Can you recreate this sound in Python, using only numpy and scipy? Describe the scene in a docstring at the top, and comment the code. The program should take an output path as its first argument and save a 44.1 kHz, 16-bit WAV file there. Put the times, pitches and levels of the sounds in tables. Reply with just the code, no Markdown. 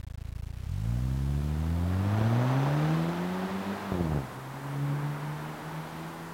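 """Sports exhaust pulling away

A four-cylinder car idles just ahead, pulls away, burbles through an upshift and accelerates off down
a street between warehouses. Firing pulses boom as partials shaped by the tailpipe; noise in puffs is
exhaust gas, with a rasp each crank turn; even noise is tyre roll; a turbo whistles, unburnt fuel bangs,
walls return a diffuse echo. Rounding to coarse steps adds a gritty hiss."""
import sys
import numpy as np
from scipy import signal
from scipy.fft import rfft, irfft, next_fast_len
from scipy.io import wavfile

SR = 44100
rng = np.random.default_rng(int(sys.argv[2]) if len(sys.argv) > 2 else 0)


def persist_wave(psi):
    """Save psi, clipped to +-1, as 16-bit WAV."""
    counts = np.round(np.clip(psi, -1, 1) * 32767).astype(np.int16)
    wavfile.write(sys.argv[1], SR, np.atleast_2d(counts).T)


N = 279250
TIME = np.arange(N) / SR

# Engine speed at idle, lifting as the brake is let go. 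Each row: time in seconds, firing rate in Hz.
IDLE_FIRING_HZ = [(0, 27.63), (.48, 27.86), (.6, 31.37), (.66, 31.17)]
# Engine speed in first gear. Each row: time in seconds, firing rate in Hz.
FIRST_GEAR_FIRING_HZ = [(0.7, 42.8), (0.81, 52.5), (0.88, 58.1), (1.07, 64.43), (1.53, 75.47), (1.92, 90.9),
                        (2.31, 115.6), (2.83, 153.2), (3.3, 181.9), (3.73, 199.1), (3.87, 199.1)]
# Engine speed in second gear. Each row: time in seconds, firing rate in Hz.
SECOND_GEAR_FIRING_HZ = [(4.25, 125.4), (4.6, 137.9), (5.3, 149.6), (6.33, 167.6)]
# Firing pulse strength, throttle and distance together, before the pipe and trims.
# Each row: time in seconds, level in dB.
DRIVE_DB = [(0, -41), (.45, -37.5), (.55, -40), (.7, -34.5), (.95, -30.5), (1.65, -31), (2.35, -26),
            (2.6, -27), (2.97, -24), (3.12, -28.5), (3.7, -26.5), (4.15, -29.5), (4.27, -46), (4.55, -41.5),
            (4.83, -29.5), (5.35, -35), (6.02, -36.5), (6.33, -41)]
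# What the pipe and muffler pass. Each row: frequency in Hz, gain in dB.
PIPE_DB = [(28, -10.5), (45, -6), (58, -3), (85, 0), (130, 0), (160, -3), (200, -7.5), (240, -5.5),
           (285, -9.5), (325, -12), (360, -12), (376, -14.5), (396, -21), (450, -16), (560, -25),
           (1000, -38)]
# Wall echoes cancel the firing note. Each row: time in seconds, gain change in dB, half length in seconds.
NULLS = [(3.138, -4, .02), (3.49, -12.5, .022), (3.642, -13, 0.019), (3.797, -20, .045),
         (3.974, -10.5, .017), (4.279, -9.5, .04), (5.199, -6, .05), (5.592, -17, 0.049),
         (5.891, -10, 0.046), (6.145, -10, 0.045)]
# Cylinder inequality: even at the launch, rough under load; before the upshift and lope trims.
# Each row: firing rate in Hz, half-order level in dB.
UNEVEN_DB = [(28, -27), (58, -28.5), (95, -19.5), (150, -14)]
# Overtone loss: pulses soften as the clutch bites, sharpen under load.
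# Each row: firing rate in Hz, loss from one overtone to the next in dB.
OVERTONE_FALL_DB = [(28, 3), (52, 7), (72, 1.8), (110, 4.5)]
# Rush of gas and tyres, before trims and thresholds.
# Each row: time in seconds, roar level in dB, sharp hiss level in dB.
RUSH_DB = [(0, -64, -64.5), (.58, -63.5, -64.5), (.86, -50.5, -58), (1.27, -50, -57), (1.87, -43, -54),
           (2.22, -36, -49), (2.5, -34, -48), (3.0, -36.5, -47), (3.17, -38, -49), (3.84, -40, -49.5),
           (4.18, -42.5, -55), (4.42, -46.5, -57), (4.69, -42.5, -55.5), (6.02, -44, -53.5),
           (6.33, -46, -56.5)]
# Share of the rush from tyres and far walls. Each row: time in seconds, share 0-1.
FAR_SHARE = [(0, 0), (1.8, 0.22), (2.7, 0.19), (3.6, 0.62), (4.1, .5), (4.35, .9), (6.33, 0.96)]
# Gas roar spectrum. Each row: frequency in Hz, relative density in dB per Hz.
GAS_COLOUR = [(30, -28), (80, -12), (200, -1), (330, 2.5), (450, -1), (660, 1.5), (900, -2), (1250, -4),
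              (1800, -11.5), (2600, -22), (5000, -43.5)]
# Sharp hiss spectrum. Each row: frequency in Hz, relative density in dB per Hz.
HISS_COLOUR = [(700, -26), (1500, -0.5), (2200, -2), (3500, -4), (5000, -11), (6500, -17), (8000, -20),
               (14000, -36)]
# Tyre roll spectrum. Each row: frequency in Hz, relative density in dB per Hz.
TYRE_COLOUR = [(30, -20.5), (80, -5.5), (200, -1), (350, -.5), (500, -3), (700, -1.5), (900, 2), (1150, -2),
               (1500, -5), (2000, -10), (3000, -22.5), (6000, -49)]
# Quiet street spectrum. Each row: frequency in Hz, relative density in dB per Hz.
STREET_COLOUR = [(30, 0.5), (120, -3), (300, -8.5), (1000, -15.5), (3000, -24.5), (12000, -39.5)]
# Sharp bangs in the pipe. Each row: time in seconds, push level in dB before the pipe-end high-pass.
POPS = [(2.213, -17), (3.920, -19), (3.941, -25.5), (4.12, -19.5), (4.132, -23.5), (4.161, -24),
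        (4.174, -19.5), (4.219, -31.5), (4.325, -32)]

SHIFT_START_S, SHIFT_END_S = 3.94, 4.18  # the spark is held back between these
SHIFT_ATTACK_S, SHIFT_RELEASE_S = .012, .077
TURBO_PER_FIRING, TURBO_TOP_HZ = 53, 6080  # whistle cycles per firing; pitch at full boost
STEP, TOP_HZ = .0055, 15900  # rounding step in full-scale units; upper band limit


def undb(db):
    """Decibels to gain."""
    return np.exp(np.asarray(db) * (np.log(10) / 20))


def curves(table):
    """Each column of a timed table, sample by sample."""
    s, *columns = np.transpose(table)
    return [np.interp(TIME, s, column) for column in columns]


def unit(x):
    """Scale to rms 1."""
    return x / np.sqrt(np.mean(x ** 2))


def noise(colour):
    """Noise of rms 1 with a spectrum given in Hz and dB."""
    hz, db = np.transpose(colour)
    size = next_fast_len(N, True)
    bins_hz = np.maximum(np.arange(size // 2 + 1) * SR / size, 1)
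    shape = undb(np.interp(np.log(bins_hz), np.log(hz), db))
    return unit(irfft(rfft(rng.standard_normal(size)) * shape, size)[:N])


def wander(rate_hz):
    """Random curve of rms 1 that glides to a new value twice a cycle of the given rate."""
    values = rng.standard_normal(size=8192)
    return unit(np.interp(TIME * 2 * rate_hz, np.arange(len(values)), values))


def bump(s, half_s):
    """A smooth bump of height 1 around a moment."""
    return np.exp(-((TIME - s) / half_s) ** 2)


def around(s):
    """The samples within 50 ms of a moment."""
    return slice(int((s - .05) * SR), int((s + .05) * SR))


def remoteness():
    """Share of the sound that has come a long way, 0-1."""
    return np.clip(curves(FAR_SHARE)[0], 0, 1)


def upshift():
    """How far the spark is held back, 0-1: a quick onset, a hold and a release."""
    onset = np.minimum(TIME - SHIFT_START_S, 0) / SHIFT_ATTACK_S
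    release = np.maximum(TIME - SHIFT_END_S, 0) / SHIFT_RELEASE_S
    return np.exp(onset - release)


def pipe_db(hz):
    """Gain of the exhaust system at a frequency."""
    points_hz, db = np.transpose(PIPE_DB)
    return np.interp(np.log(hz), np.log(points_hz), db)


def pipe_lead(hz, mouth_hz=86, q=.7):
    """The open pipe radiates like a high-pass: low partials lead, so each puff swings up, down and up."""
    r = hz / mouth_hz
    return np.pi - np.arctan2(r / q, 1 - r ** 2)


def overtone_db(k, hz, third_db=-4, shift_db=8, rough_db=2.5):
    """Higher overtones are weaker; they roughen with the revs and rise when the spark comes late."""
    fall_db = (k - 3) * np.interp(hz, *np.transpose(OVERTONE_FALL_DB))
    return third_db - fall_db + shift_db * upshift() + rough_db * hz / hz.max() * wander(30)


def half_orders(hz, shift_db=11, lope_db=-11, shift_lope_db=1, fall_db=1, rough_db=2.5):
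    """Unequal cylinders add lines halfway between the partials, raised in the upshift: (order, dB)."""
    held = upshift()
    db = np.interp(hz, *np.transpose(UNEVEN_DB)) + shift_db * held
    lines = [(.5, db + lope_db + shift_lope_db * held + rough_db * wander(15))]
    for k in range(1, 5):
        lines.append((k + .5, db - (k - 1) * fall_db + rough_db * wander(30)))
    return lines


def tailpipe(hz, turn, shift_db=4, far_db=-3, waver_db=.89, flutter_db=.8, octave_flutter_db=1.76,
             smear_rad=.9, cut_db=-3, misfire_db=-5, misfire_s=.015):
    """Firing pulses as a stack of partials that sweep through the resonances of the pipe."""
    far, held = remoteness(), upshift()
    # the steady note gives way during the upshift and when a charge bangs in the pipe instead
    misfires = np.max([bump(s, misfire_s) for s, _ in POPS], axis=0)
    drive_db = curves(DRIVE_DB)[0] + cut_db * held + misfire_db * misfires

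    def partial(k, db):
        # far off, shifting wall echoes pull the upper partials out of step
        drift = smear_rad * far * min(k - 1, 2) * wander(4) if k > 1 else 0
        level = np.sqrt(2) * undb(drive_db + pipe_db(k * hz) + db)
        return level * np.cos(k * turn + pipe_lead(k * hz) + drift)

    echo_db = flutter_db * far * wander(9) + sum(db * bump(s, half_s) for s, db, half_s in NULLS)
    octave_db = shift_db * held + far * (far_db + octave_flutter_db * wander(8))
    tone = (partial(1, echo_db) + partial(2, octave_db)) * undb(waver_db * wander(25))
    for k in range(3, 12):
        tone += partial(k, overtone_db(k, hz) + far_db * far)
    for k, db in half_orders(hz):
        tone += partial(k, db)
    return tone


def rasp(turn, hz, centre_hz=630, octaves=.5, full_hz=105, flicker_hz=7):
    """The pipe rings each crank turn: closely packed, unsteady lines in one resonance, up with the revs."""
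    out, pitch = np.zeros(N), np.log2(hz / centre_hz)
    for k in np.arange(6, 22) / 2:
        resonance = np.exp(-((pitch + np.log2(k)) / octaves) ** 2)
        out += resonance * wander(flicker_hz) * np.cos(k * turn + rng.uniform(0, 2 * np.pi))
    return out * np.minimum(hz / full_hz, 1)


def rush(turn, hz, gas_db=-1, tyre_db=1.5, rasp_db=-10, puff=.35, idle_puff=.9,
         flutter_db=1.08, surge_db=.81, roar_floor_db=-64, hiss_floor_db=-59):
    """Gas leaves in puffs, one a firing; with distance the even roll of the tyres takes over."""
    level_db, sharp_db = curves(RUSH_DB)
    far = remoteness()
    depth = puff + (idle_puff - puff) * (hz.min() / hz) ** 2  # slow puffs stand apart, fast ones merge
    puffs = (1 + depth * (1 - far) * np.cos(turn + .6)) * undb(flutter_db * wander(70))
    near_gain, far_gain = np.sqrt(1 - far) * unit(puffs), np.sqrt(far)

    roar = undb(gas_db) * near_gain * noise(GAS_COLOUR)
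    roar += undb(tyre_db + surge_db * wander(5.4)) * far_gain * noise(TYRE_COLOUR)
    roar += undb(rasp_db) * np.sqrt(1 - far) * rasp(turn, hz)
    # roar and hiss need a fast flow: both die away below a threshold
    roar_gain = undb(level_db) / np.sqrt(1 + undb(2 * (roar_floor_db - level_db)))
    hiss_gain = undb(sharp_db) / np.sqrt(1 + undb(2 * (hiss_floor_db - sharp_db)) ** 2)
    return roar_gain * roar + hiss_gain * noise(HISS_COLOUR) * np.hypot(near_gain, far_gain)


def turbo(firing_hz, db=-26, far_db=-22, flicker_hz=330):
    """The turbo spools with the revs to full boost: a breathy whistle that follows the gas, mostly nearby."""
    whistle_hz = np.minimum(TURBO_PER_FIRING * firing_hz, TURBO_TOP_HZ)
    turn = 2 * np.pi * np.cumsum(whistle_hz) / SR
    gain = undb(curves(RUSH_DB)[0] + db + far_db * remoteness())
    return gain * (wander(flicker_hz) * np.cos(turn) + wander(flicker_hz) * np.sin(turn))


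def walls(x, db=-19, t60_s=.6):
    """Warehouse fronts return a diffuse echo, stronger against the direct sound as the car recedes."""
    age = TIME[:SR]
    tail = rng.standard_normal(SR) * undb(-60 * age / t60_s) * (age > .03)
    return undb(db) * signal.fftconvolve(x * np.sqrt(remoteness()), tail / np.linalg.norm(tail))[:N]


def street(rms_db=-64.5):
    """The quiet street as steady coloured noise."""
    return undb(rms_db) * noise(STREET_COLOUR)


def bang(age, push_s=.00054, suck_s=.002, lag_s=.0034, suck=.57):
    """One slug of gas leaving the pipe: a sharp push and a longer suck."""
    return np.exp(-(age / push_s) ** 2) - suck * np.exp(-((age - lag_s) / suck_s) ** 2)


def pops(ring_s=.0097, crack_db=-17):
    """Unburnt fuel bangs in the pipe, each bang with a short crackle."""
    out, grit = np.zeros(N), noise(GAS_COLOUR)
    for s, db in POPS:
        near = around(s)
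        age = TIME[near] - s
        crackle = grit[near] * (age > 0) * np.exp(-np.abs(age) / ring_s)
        out[near] += undb(db) * (bang(age) + undb(crack_db) * crackle)
    return out


def burble(turn, thump_db=-25.5, weak_db=-9, scatter_db=3, jitter_s=.0006):
    """In the upshift the spark comes late: firings thump unevenly in the pipe, every second one weaker."""
    held = upshift()
    fires = np.diff(np.floor(turn / (2 * np.pi))) > 0
    firings = np.flatnonzero(fires & (held[1:] > .05))
    out = np.zeros(N)
    for i, (size, late) in zip(firings, rng.standard_normal(size=(200, 2))):
        near = around(TIME[i])
        second = round(turn[i] / (2 * np.pi)) % 2
        level_db = thump_db + weak_db * second + scatter_db * size
        out[near] += held[i] * undb(level_db) * bang(TIME[near] - TIME[i] - jitter_s * late)
    return out


def mouth(x, cut_hz=58):
    """The narrow pipe end hardly radiates the deepest bass."""
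    return signal.sosfilt(signal.butter(2, cut_hz, "high", fs=SR, output="sos"), x)


def scene():
    """The car, its echo and the quiet street."""
    hz, = curves(IDLE_FIRING_HZ + FIRST_GEAR_FIRING_HZ + SECOND_GEAR_FIRING_HZ)
    turn = 2 * np.pi * np.cumsum(hz) / SR  # one turn of phase per firing
    car = tailpipe(hz, turn) + rush(turn, hz) + turbo(hz) + mouth(pops() + burble(turn))
    return (car + walls(car) + street())[None]


def record(dry, bias=-.0005, dull=.036):
    """Coarse rounding: grit on each idle pulse, an even hiss once loud; then a slight dulling and band limit."""
    stepped = STEP * np.round((dry + bias) / STEP)
    soft = signal.lfilter([1 - dull], [1, -dull], stepped)
    return signal.sosfilt(signal.ellip(10, .2, 70, TOP_HZ, fs=SR, output="sos"), soft)


dry = scene()
out = record(dry)
persist_wave(out)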